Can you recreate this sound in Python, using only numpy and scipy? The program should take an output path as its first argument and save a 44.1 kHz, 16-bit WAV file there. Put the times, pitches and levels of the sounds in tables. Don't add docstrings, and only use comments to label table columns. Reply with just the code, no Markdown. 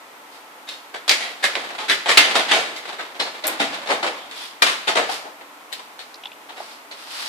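import sys
import numpy as np
from scipy import signal
from scipy.fft import rfft, irfft, next_fast_len
from scipy.io import wavfile

SR = 44100
rng = np.random.default_rng(int(sys.argv[2]) if len(sys.argv) > 2 else 0)


def dump(signal):
    limited = np.clip(np.atleast_2d(signal).T, -1, 1)
    pcm = np.round(limited * 32767).astype(np.int16)
    wavfile.write(sys.argv[1], SR, pcm)


N = 321048
TIME = np.arange(N) / SR
PORT_DELAY_S = 0.00043
CUTOFF_HZ = 14800

# (frequency [Hz], gain [dB])
RACK_COLOUR = [(40, -35), (90, -53), (160, -22.5), (280, -8), (360, -6.5), (700, 0), (1050, -1.5),
               (2100, 3), (2800, -1), (3700, 3), (4700, -4), (5700, -10), (10000, -15), (14000, -31.5)]
# (time [s], bearing [sine of the angle to the left])
RACK_BEARING = [(0, 0.043), (2.2, 0.021), (2.55, 0.066), (3.2, 0.45), (4.03, 0.52), (4.65, 0.75),
                (5.7, 0.93), (6.5, 0.53), (7.28, 0.32)]


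def knocks(rise_t60=0.0015, crack_t60=0.019, housing_t60=0.12, housing_db=5.5):
    # (time [s], graze before the hit [s], rattle length [s], main resonance [Hz],
    #  relative strength [dB], hardness [below 0 dull, above 0 bright])
    blows = [(0.688, 0.019, 0.29, 3700, 4.5, 0.9), (.943, 0.0032, 0.084, 1730, 10.5, -3),
             (1.079, 0.00042, 0.12, 4500, 16, 0.5), (1.094, 0.0011, 0.026, 4470, 19, 1.5),
             (1.111, 0.00066, 0.19, 2360, 19, 0.5), (1.206, 0, .38, 2180, 12, -.3),
             (1.44, 0.015, 0.11, 1680, 21, 0.75), (1.554, 0, 0.075, 1990, 13.5, -2.2),
             (1.788, 0.0087, 0.37, 855, 13.5, -1.5), (1.897, 0.017, 0.15, 1900, 22.5, 0.17),
             (2.059, 0.00068, 0.19, 870, 16.5, -1.7), (2.092, 0.013, 0.17, 1910, 26, -0.5),
             (2.173, 0, 0.05, 2700, 30.5, 0.45), (2.191, 0, 0.27, 2060, 23.5, -0.7),
             (2.355, .004, 0.12, 615, 25.5, -1.2), (2.394, 0.0036, 0.051, 684, 17.5, -1.5),
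             (2.513, 0.032, 0.074, 2820, 25, -0.65), (2.536, 0.0031, 0.34, 720, 25, -1.5),
             (2.763, 0, 0.13, 975, 3.5, 1.5), (2.993, 0.0095, 0.083, 1490, 8.5, -2.5),
             (3.2, 0.0066, 0.14, 4160, 18, -1.5), (3.441, 0.0042, 0.21, 630, 15.5, -1.1),
             (3.479, 0.00078, 0.3, 1500, 15.5, -2.4), (3.602, 0.007, 0.18, 860, 22.5, -1.5),
             (3.744, 0.0083, 0.065, 3650, 6, -0.3), (3.873, 0, 0.13, 537, 9.5, -1),
             (3.89, 0.0012, 0.087, 445, 14.5, -3.5), (3.903, 0.016, 0.061, 500, 20.5, -3),
             (3.916, 0.0021, 0.16, 870, 19, -2), (4.03, 0.0034, 0.069, 880, 19, -2.2),
             (4.065, 0.0018, 0.1, 485, 17, -2.5), (4.312, 0.00084, 0.27, 1070, 4, 0),
             (4.6217, .003, 0.072, 1270, 27, 0.34), (4.665, 0, 0.24, 1140, 21, 0),
             (4.879, 0.0092, 0.12, 895, 22.5, -1.1), (4.957, .005, 0.29, 750, 22.5, -1.96),
             (4.97, 0, 0.075, 1270, 20.5, -1.7), (4.989, 0, 0.099, 530, 11, -6.5),
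             (5.091, 0, 0.023, 810, 9, -3.5), (5.243, 0, 0.18, 766, 1, -5.5),
             (5.41, 0, 0.026, 1080, -3, -3.5), (5.727, 0.0089, 0.046, 740, 4.5, 2.5),
             (5.793, 0.0048, 0.038, 950, 0.5, -2), (5.991, 0, 0.11, 4270, 1.5, 0),
             (6.494, 0.0077, 0.11, 3030, 2, -2.5), (6.571, 0.011, 0.089, 940, 1, -2),
             (6.601, 0, 0.15, 1090, -5.5, -6), (6.913, 0.0044, 0.13, 4530, 2.5, -0.5)]
    out, t = np.zeros((2, N)), TIME[:2 ** 14]
    for s, graze_s, rattle_s, main_hz, db, hardness in blows:
        energy = dying(blow(t, graze_s, rattle_s, hardness), rise_t60)
        crack = rng.standard_normal(len(t)) * np.sqrt(dying(energy, crack_t60))
        scattered = diffuse(len(t)) * np.sqrt(dying(energy, housing_t60))
        knock = unit(from_racks(crack, s) + from_db(housing_db) * scattered)
        knock = coloured(knock, RACK_COLOUR, struck_spot(main_hz, hardness), hardened(hardness))
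        add(out, s - graze_s, from_db(db) * knock)
    return out


def blow(t, graze_s, rattle_s, hardness, graze_db=-5.5, settle_db=-11, settle_t60=1, scuff_s=0.25):
    lead = round(graze_s * SR)
    since_hit = np.maximum(t - t[lead], 0)
    collisions = contacts(len(t), per_s=780, spread_db=1.0)
    swell = 1 - np.exp(-since_hit / (0.022 * rattle_s))
    energy = shared_out(collisions * (swell * fade(since_hit, rattle_s)) ** 2, 0)
    energy += shared_out(collisions * (swell * fade(since_hit, settle_t60)) ** 2, settle_db)
    pressing = ((np.arange(lead) + 1) / (lead + 1)) ** 0.65
    energy[:lead] += shared_out(pressing, graze_db)
    energy[lead] += from_db(1.5 * hardness) ** 2 / (1 + (rattle_s / scuff_s) ** 2)
    return energy


def struck_spot(main_hz, hardness, width=0.075):
    hz = 200 + 14000 * np.linspace(0, 1, num=170) ** 1.6
    narrow_db = rng.normal(-1, 3.2, len(hz))
    broad_db = (7 + 0.1 * hardness) / (1 + (np.log(hz / main_hz) / width) ** 2)
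    return np.column_stack([hz, narrow_db + broad_db])


def hardened(hardness):
    # (frequency [Hz], gain per unit of hardness [dB])
    tilt = [(150, -0.2), (330, -2), (800, -1.9), (1700, 0.5), (4000, 2.03), (9000, 2.5), (14800, 6)]
    return [(hz, hardness * db) for hz, db in tilt]


def jostling(touch_t60=0.11):
    # (time [s], level [dB])
    effort = [(.6, -68), (1.0, -61), (1.22, -33.5), (1.38, -45.5), (1.63, -31.5), (2.0, -47), (2.32, -27.5),
              (2.68, -40), (2.94, -32.5), (3.15, -40.5), (3.28, -35), (3.55, -37), (3.8, -33.5),
              (4.2, -41.5), (5.5, -82)]
    touches = diffuse(N) * np.sqrt(dying(contacts(N, per_s=130, spread_db=2.0), touch_t60))
    touches = coloured(touches, RACK_COLOUR, hardened(-2.1))
    return from_db(np.interp(TIME, *np.transpose(effort))) * unit(touches) * np.sqrt(N)


def snaps():
    # (time [s], level [dB], pitch [Hz], t60 [s])
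    catches = [(.6895, -25.5, 3700, 0.026), (1.0932, -4, 4020, 0.028), (1.1128, -10.5, 3550, 0.05),
               (1.439, -41, 9400, 0.032), (1.5532, -16, 2600, 0.044), (2.172, -14, 3340, 0.052),
               (3.469, -15, 10300, .025), (3.4775, -15, 10400, 0.039), (3.611, -29, 11500, 0.0083),
               (4.6228, -17, 3340, 0.033)]
    return slips(catches, width=1.49, scatter=1.0)


def ringing(hits):
    # (frequency [Hz], relative gain [dB], t60 [s])
    modes = [(289, 10.5, 0.91), (672, -3.5, 0.66), (802, -11, 0.049), (1260, 6.5, 0.88), (1730, 16, 0.56),
             (2100, 5, 0.073), (2700, 10, 0.17), (3020, 7.5, 0.13), (3760, 1, 0.13), (4520, 8, 0.17),
             (6906, -19, .25), (7720, 13, 0.03)]
    out = 0
    for hz, db, t60 in modes:
        r = fade(1 / SR, t60)
        feedback = [1, -2 * r * np.cos(2 * np.pi * hz / SR), r * r]
        out = out + from_db(db) * signal.lfilter([1 - r, 0, r - 1], feedback, hits + 1e-18)
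    return out


def clinks():
    # (time [s], strength [dB])
    hits = [(.689, -40), (3.199, -27)]
    # (frequency [Hz], relative level [dB], t60 [s])
    modes = [(3400, 6, 0.088), (3990, 12.5, 0.054), (4220, 1, 0.23), (4250, -2.5, 0.38), (5200, 4.5, 0.068),
             (5400, -12, 0.33), (7500, -17, 0.7)]
    return struck(hits, modes, contact_s=0.0011)


def thud():
    # (time [s], strength [dB])
    hits = [(3.602, -21)]
    # (frequency [Hz], relative level [dB], t60 [s])
    modes = [(200, -32, 0.13), (236, -2.5, 0.14), (281, 0, 0.25)]
    return struck(hits, modes, contact_s=0.0042)


def sliding(grain_t60=0.037):
    # (start [s], length [s], level [dB])
    pushes = [(.31, 0.05, -47.5), (4.34, 0.12, -36), (5.08, 0.055, -27.5), (6.54, 0.19, -42.5),
              (6.94, 0.18, -41.5), (7.08, 0.36, -31.5)]
    # (frequency [Hz], gain [dB])
    colour = [(100, -49), (300, -14.5), (800, -1), (1400, 3), (2200, 2), (3500, 3.5), (4900, 4), (6200, -7),
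              (10000, -7.5), (14000, -20)]
    rustle = diffuse(N) * np.sqrt(dying(contacts(N, per_s=1700, spread_db=-2.0), grain_t60))
    return strokes(pushes) * unit(coloured(rustle, colour)) * np.sqrt(N)


def squeak(hz=3400, width=1.09):
    # (start [s], length [s], level [dB])
    pulls = [(4.19, 0.044, -45), (4.36, 0.082, -39.5)]
    roller = band_pass(hz / width, hz * width)
    return strokes(pulls) * unit(signal.sosfilt(roller, diffuse(N))) * np.sqrt(N)


def case_ticks(t60=0.027, body_hz=800, body_db=-11, rebound_s=0.014, rebound_db=-8):
    # (time [s], level [dB], pitch [Hz])
    ticks = [(6.142, -32, 4530), (6.236, -29.5, 3150), (6.2558, -23, 3100), (6.317, -33, 3060),
             (6.601, -23.5, 725)]
    parts = []
    for s, db, hz in ticks:
        parts += [(s, db, hz, t60), (s, db + body_db, body_hz, t60)]
        parts.append((s + rebound_s, db + rebound_db, hz, t60))
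    return slips(parts, width=1.17, scatter=0.33)


def workshop(racks, build_t60=0.01):
    # (frequency [Hz], t60 [s])
    decay = [(150, 0.88), (400, 0.25), (1000, 0.51), (2800, 0.46), (7000, 0.41), (14000, 0.13)]
    out, air = 0, [diffuse(N), diffuse(N)]
    edges = np.geomspace(100, CUTOFF_HZ, num=15)
    for k, (low, high) in enumerate(zip(edges, edges[1:])):
        band = band_pass(low, high)
        power = np.mean(signal.sosfilt(band, racks) ** 2, axis=0)
        stored = dying(dying(power, build_t60), at_hz(decay, np.sqrt(low * high)))
        out = out + unit(signal.sosfilt(band, air[k % 2])) * np.sqrt(N * stored)
    return out


def ventilation(rush_db=-43):
    # (frequency [Hz], gain [dB])
    colour = [(18, -25), (30, -43.5), (193, -16), (220, -10), (292, -4.5), (378, -5.5), (516, -3),
              (1010, 2), (1240, -1.5), (1340, -0.5), (1700, -4.5), (1930, -3), (5570, -16.5), (14500, -20)]
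    # (frequency [Hz], level [dB])
    tones = [(296, -65), (877, -60), (1308, -61.5)]
    rush = from_db(rush_db) * unit(coloured(diffuse(N), colour)) * np.sqrt(N)
    hum = sum(from_db(db) * np.sin(2 * np.pi * (hz * TIME + rng.random())) for hz, db in tones)
    return rush + np.sqrt(2) * hum


def struck(hits, modes, contact_s):
    out, t = np.zeros((2, N)), TIME[:SR // 2]
    ring = sum(from_db(db) * np.sin(2 * np.pi * hz * t) * fade(t, t60) for hz, db, t60 in modes)
    ring *= 1 - np.exp(-(t / contact_s) ** 2)
    for s, db in hits:
        add(out, s, from_racks(from_db(db) * ring, s))
    return out


def slips(events, width, scatter):
    out, t = np.zeros((2, N)), TIME[:4096]
    for s, db, hz, t60 in events:
        shell = band_pass(hz / width, min(hz * width, CUTOFF_HZ))
        envelope = fade(t, t60)
        burst = (rng.standard_normal(len(t)) + scatter * diffuse(len(t))) * envelope
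        add(out, s, from_db(db) * unit(signal.sosfilt(shell, burst)) * np.linalg.norm(envelope))
    return out


def strokes(pushes, swell_share=0.3, release_t60=0.33):
    envelope = 0
    for s, length, db in pushes:
        speed = np.clip((TIME - s) / (swell_share * length), 0, 1)
        envelope += from_db(db) * speed * fade(np.maximum(TIME - s - length, 0), release_t60)
    return envelope


def contacts(size, per_s, spread_db):
    strength = from_db(spread_db * np.minimum(rng.exponential(1, size), 4))
    return strength ** 2 * (rng.random(size) < per_s / SR)


def from_racks(x, s, shade_db=4.0):
    bearing = np.interp(s, *np.transpose(RACK_BEARING))
    delay = np.exp(-2j * np.pi * np.fft.rfftfreq(len(x), 1 / SR) * PORT_DELAY_S * bearing)
    shade = from_db(shade_db * bearing * np.array([[1], [-1]]))
    return np.array([x, irfft(rfft(x) * delay, len(x))]) * shade


def diffuse(size, arc=0.87):
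    alike = 0.97 * np.sinc(2 * np.fft.rfftfreq(size, 1 / SR) * PORT_DELAY_S * arc)
    mid, side = rfft(rng.standard_normal((2, size)))
    mid, side = mid * np.sqrt((1 + alike) / 2), side * np.sqrt((1 - alike) / 2)
    return irfft(np.array([mid + side, mid - side]), size)


def coloured(x, *spectra):
    size = 2 * next_fast_len(x.shape[-1] // 2 + 1024)
    hz = np.fft.rfftfreq(size, 1 / SR)
    gain = from_db(sum(at_hz(points, hz) for points in spectra))
    cepstrum = irfft(np.log(gain))
    cepstrum[1:size // 2] *= 2
    cepstrum[size // 2 + 1:] = 0
    return irfft(rfft(x, size) * np.exp(rfft(cepstrum)))[..., :x.shape[-1]]


def band_pass(low_hz, high_hz):
    return signal.butter(2, [low_hz, high_hz], "band", fs=SR, output="sos")


def dying(power, t60):
    r = fade(1 / SR, t60) ** 2
    return signal.lfilter([1 - r], [1, -r], power + 1e-18)


def fade(t, t60):
    return np.exp(-np.log(1000) * t / t60)


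def shared_out(energy, db):
    return from_db(db) ** 2 * energy / (energy.sum() + 1e-20)


def unit(x):
    return x / np.sqrt(np.mean(np.sum(x ** 2, axis=-1)) + 1e-20)


def from_db(db):
    return 10 ** (np.asarray(db) / 20)


def at_hz(points, hz):
    known, values = np.transpose(points)
    return np.interp(np.log(hz + 1), np.log(known), values)


def add(out, s, sound):
    start = round(s * SR)
    out[:, start:start + sound.shape[-1]] += sound[..., :N - start]


def scene(knock_db=-0.47, ring_db=-11.5, room_db=-7):
    hits = from_db(knock_db) * knocks() + jostling() + snaps()
    racks = hits + from_db(ring_db) * ringing(hits) + clinks() + thud() + sliding() + squeak()
    return racks + from_db(room_db) * workshop(racks) + case_ticks() + ventilation()


def record(dry, ceiling=10.0):
    treble_cut = signal.ellip(10, 0.2, 70, CUTOFF_HZ, fs=SR, output="sos")
    return signal.sosfilt(treble_cut, ceiling * np.tanh(dry / ceiling))


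dry = scene()
out = record(dry)
dump(out)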